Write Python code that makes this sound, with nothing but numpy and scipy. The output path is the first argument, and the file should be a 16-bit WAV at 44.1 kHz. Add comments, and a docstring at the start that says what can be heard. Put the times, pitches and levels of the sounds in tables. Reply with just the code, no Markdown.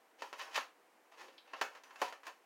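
"""A small furnished room, where a knife works through packing tape on a foam box.
The blade drags in stick-slip scrapes and the taut tape gives way in snaps; both ring the hollow box.
Two brief high rubs come off the foam. The room answers each sound with a short, tight tail,
and a faint steady bed of room tone lies underneath."""
import sys
import numpy as np
from scipy import signal
from scipy.fft import rfft, irfft
from scipy.io import wavfile
from scipy.ndimage import uniform_filter1d

SR = 44100
rng = np.random.default_rng(int(sys.argv[2]) if len(sys.argv) > 2 else 0)


def store_wav(level_fs):
    """Save 16-bit WAV to argv[1]."""
    pcm = np.round(np.clip(np.atleast_2d(level_fs), -1, 1) * 32767)
    wavfile.write(sys.argv[1], SR, pcm.T.astype(np.int16))


N = 108045

# room tone spectrum: f/Hz, level/dB
ROOM_TONE = [(18, -40), (30, -63), (187, -19), (299, -6.5), (432, -6.5), (492, -1.5), (532, -7), (747, -3),
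             (1080, -7), (1400, -9.5), (2180, -11.5), (2620, -15.5), (2990, -17), (3400, -21),
             (15500, -28.5)]
# centres of the bass, middle, treble and top bands: f/Hz
TONE_BANDS = (380, 1100, 3800, 10000)
# blade strokes: t/s, length/s, start level/dB, end level/dB, bass/dB, treble/dB, top/dB
BLADE_STROKES = [(.18, 0.0385, -64, -54, 6, 10, 7), (0.228, 0.1, -58, -68.5, 4, 5, 11.5),
                 (0.342, 0.058, -75, -46, -5, 6, 11), (0.393, 0.036, -44.5, -61, 1, 21, -1),
                 (0.428, 0.081, -52, -55.5, -3.5, -3, 1), (0.504, 0.081, -55.5, -41.5, 0.5, 7.5, 5),
                 (0.549, 0.0098, -30, -53, -3, 18, 10), (0.56, 0.0073, -31.5, -30, -24, 10.5, 16),
                 (0.579, 0.02, -40, -63, 12, 11, -23), (1.113, 0.068, -58, -67, -2, 1, -1.5),
                 (1.164, 0.056, -63, -46.5, 2.5, 5.5, 3.5), (1.21, 0.2, -55, -75, 12, 3.5, 6.5),
                 (1.454, 0.19, -64.5, -63.5, 4, 6.5, -6), (1.557, 0.077, -55, -65, -27, 7, 2),
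                 (1.681, .1, -65, -55, -4.5, -2, -1), (1.838, .14, -62, -62, -1.5, -3.5, 3.5),
                 (1.974, 0.041, -62, -49, -4, 3.5, 7), (2.028, 0.068, -46, -55.5, -7, 10, 6.5),
                 (2.084, 0.034, -55, -65, 9, -10, 11), (2.239, 0.039, -64.5, -48.5, 0, 5, 6),
                 (2.271, 0.019, -43.5, -56, 10.5, 8.5, 3)]
# tape snaps and blade ticks:
# t/s, level/dB, bass/dB, treble/dB, top/dB, tape ring f/Hz, ring lift/dB, tear decay/s
TAPE_SNAPS = [(0.2205, -42.5, 5, 4, 1, 898, 7, 0.0015), (.328, -46.5, 3.5, 4.5, 1.5, 1074, 11, 0.0013),
              (0.3937, -47, -7, 8, 1, 1060, 7, .002), (.413, -47.5, -5, 9, 5, 1813, 12.5, 0.0014),
              (.421, -52.5, 3.5, 1, 10, 1046, 6, .0015), (0.5437, -45, -19, 10, 7, 2470, 5, 0.003),
              (0.556, -36.5, -5, 13, 5.5, 1077, 6, 0.0027), (0.5767, -36, -4, -2.5, -8, 863, 4.5, 0.00087),
              (1.282, -58, 14, 12, -1, 530, 8.5, 0.0034), (1.533, -46, 1.5, 0.5, -7.5, 1094, 6, 0.0029),
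              (1.535, -48, 0, -3.5, -13, 2750, 13, 0.0022), (1.6125, -33, 0.5, 2.5, 1.5, 1560, 3.5, 0.0018),
              (1.6242, -50, 1, -20, -6, 553, 14, .001), (1.749, -56, 2, 4.5, 2, 1150, 3, 0.0049),
              (1.8355, -59.5, -0.5, 10.5, 11, 6000, 13, .0015),
              (1.907, -58.5, -13, 0, -10, 1090, 0, 0.0014), (1.958, -56.5, -20, 3, 2, 2700, 9, 0.0018),
              (2.0158, -33, 6, -0.5, 3, 962, 4.5, 0.0019), (2.021, -39, -1.5, -2.5, -2, 773, 13, 0.0028),
              (2.125, -49, -2.5, -1.5, -2, 1390, 1, 0.00092), (2.232, -57.5, -13, 0, -2, 940, 4, 0.0025),
              (2.2677, -47.5, -7, 0.5, 6, 1650, 2.5, 0.0012)]
# rubs on the foam: t/s, length/s, level/dB, low edge f/Hz, high edge f/Hz
FOAM_RUBS = [(0.434, 0.0028, -52.5, 5200, 6350), (1.379, 0.0062, -52.5, 2380, 4430)]
# colour of tape on foam: f/Hz, level/dB
FOAM_COLOUR = [(30, -40), (110, -35), (200, -28), (280, -10.5), (520, 0), (1000, 2.5), (1800, -3.5),
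               (2900, -5.5), (3500, -11.5), (6900, -15.5), (7600, -23.5), (15500, -30.5)]
# resonances of the hollow box: f/Hz, width/Hz, lift/dB
BOX_MODES = [(261, 20.5, 6), (545.6, 39, 4.5), (788, 39, 3.5), (952, 63, 5.5), (1063, 53, 6), (1339, 46, 7),
             (1590, 38, 3), (1802, 210, 6.5), (2599, 42, 6.5), (2640, 55, 2), (3038, 55, 4), (4513, 57, 6)]


def undb(db):
    """Decibels to gain."""
    return 10 ** (np.asarray(db) / 20)


def unit(x):
    """Scale to unit energy."""
    return x / np.sqrt(np.sum(x ** 2) + 1e-20)


def along(points, hz):
    """Read (Hz, value) points on a log-frequency axis."""
    p = np.array(points)
    return np.interp(np.log(np.maximum(hz, 1)), np.log(p[:, 0]), p[:, 1])


def whiten(x, bands=160):
    """Even out the broad colour of a random burst, keeping its fine grain."""
    spectrum = rfft(x, 4 * len(x))
    power = uniform_filter1d(np.abs(spectrum) ** 2, max(len(spectrum) // bands, 1))
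    return unit(irfft(spectrum / np.sqrt(power + 1e-20))[:len(x)])


def add(out, at, x):
    """Mix a sound in at a time in seconds."""
    i = int(at * SR)
    out[i:i + len(x)] += x[:len(out) - i]


def room_tone(level_db=-68.5):
    """A faint steady bed of room noise and hiss."""
    colour = undb(along(ROOM_TONE, np.fft.rfftfreq(N, 1 / SR)))
    noise = irfft(rfft(rng.standard_normal(N)) * colour, N)
    return unit(noise) * np.sqrt(N) * undb(level_db)


def blade_scrapes(slips_per_s=800, scatter_db=2, fade_s=0.0064):
    """The blade sticks and slips at uneven intervals while the pressure rises or falls."""
    out = np.zeros(N)
    for at, length, start_db, end_db, *tone in BLADE_STROKES:
        n = int(length * SR)
        t = np.arange(n) / SR
        gap, size = rng.standard_normal((400, 2)).T
        when = (np.cumsum(np.exp(.7 * gap)) / slips_per_s * SR).astype(int)  # log-normal gaps
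        kicks = undb(scatter_db * size) * rng.choice([-1, 1], len(size))
        slips = np.zeros(n)
        np.add.at(slips, when[when < n], kicks[when < n])
        fade = np.clip(np.minimum(t, length - t) / fade_s, 0, 1)
        pressure = undb(np.linspace(start_db, end_db, n)) * fade
        drag = unit(slips) * np.sqrt(n) * pressure
        add(out, at, room(foam_box(drag, *tone)))
    return out


def foam_box(drive, bass, treble, top, rings=(), size=4096):
    """The taped box rings, shaded by where the blade bites (dB against the middle band)."""
    hz = np.fft.rfftfreq(size, 1 / SR)
    shade = along(list(zip(TONE_BANDS, (bass, 0, treble, top))), hz)
    peaks = sum(db / (1 + (2 * (hz - f) / width) ** 2) for f, width, db in [*BOX_MODES, *rings])
    cepstrum = irfft(np.log(undb(along(FOAM_COLOUR, hz) + shade + peaks)))
    # minimum phase: a crisp attack with the ring after it
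    cepstrum[1:size // 2] *= 2
    cepstrum[size // 2 + 1:] = 0
    impulse = unit(irfft(np.exp(rfft(cepstrum))))
    return signal.fftconvolve(drive, impulse)


def room(x, early_s=0.0069, early_db=1, t60_s=0.24, tail_db=-.5):
    """Direct sound, scatter off the table and nearby things, and a short tail; each touch has its own."""
    t = np.arange(SR // 3) / SR
    early = unit(np.exp(-t / early_s) * (t > .001))
    tail = unit(undb(-60 * t / t60_s) * (1 - np.exp(-t / 0.0033)))
    impulse = rng.standard_normal(len(t)) * np.hypot(undb(early_db) * early, undb(tail_db) * tail)
    impulse[0] += 1  # direct sound
    return signal.fftconvolve(x, whiten(impulse))


def tape_snaps(rise_share=0.74, ring_width_hz=176):
    """The taut tape gives way in a burst of tiny tears, a few ms long, and rings briefly."""
    out, t = np.zeros(N), np.arange(SR // 40) / SR
    for at, db, bass, treble, top, ring_hz, ring_db, decay in TAPE_SNAPS:
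        envelope = np.exp(-t / decay) * (1 - np.exp(-t / (rise_share * decay)))
        tear = whiten(rng.standard_normal(len(t)) * envelope)
        snap = foam_box(tear, bass, treble, top, rings=[(ring_hz, ring_width_hz, ring_db)])
        add(out, at, unit(room(snap)) * undb(db) * np.sqrt(len(t)))
    return out


def foam_rubs():
    """Brief high rubs on the foam, too light to ring the box."""
    out, t = np.zeros(N), np.arange(SR // 50) / SR
    for at, length, db, low_hz, high_hz in FOAM_RUBS:
        friction = rng.standard_normal(len(t)) * np.sin(np.pi * np.minimum(t / length, 1))
        band = signal.butter(3, [low_hz, high_hz], "bandpass", fs=SR, output="sos")
        rub = signal.sosfilt(band, friction)
        add(out, at, unit(room(rub)) * np.sqrt(length * SR) * undb(db))
    return out


def scene():
    """Knife, tape and box over the room tone, in mono."""
    return (tape_snaps() + blade_scrapes() + foam_rubs() + room_tone())[None]


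def record(dry, cutoff_hz=15900):
    """A steep low-pass trims the very top."""
    return signal.sosfilt(signal.ellip(8, .2, 70, cutoff_hz, fs=SR, output="sos"), dry)


dry = scene()
out = record(dry)
store_wav(out)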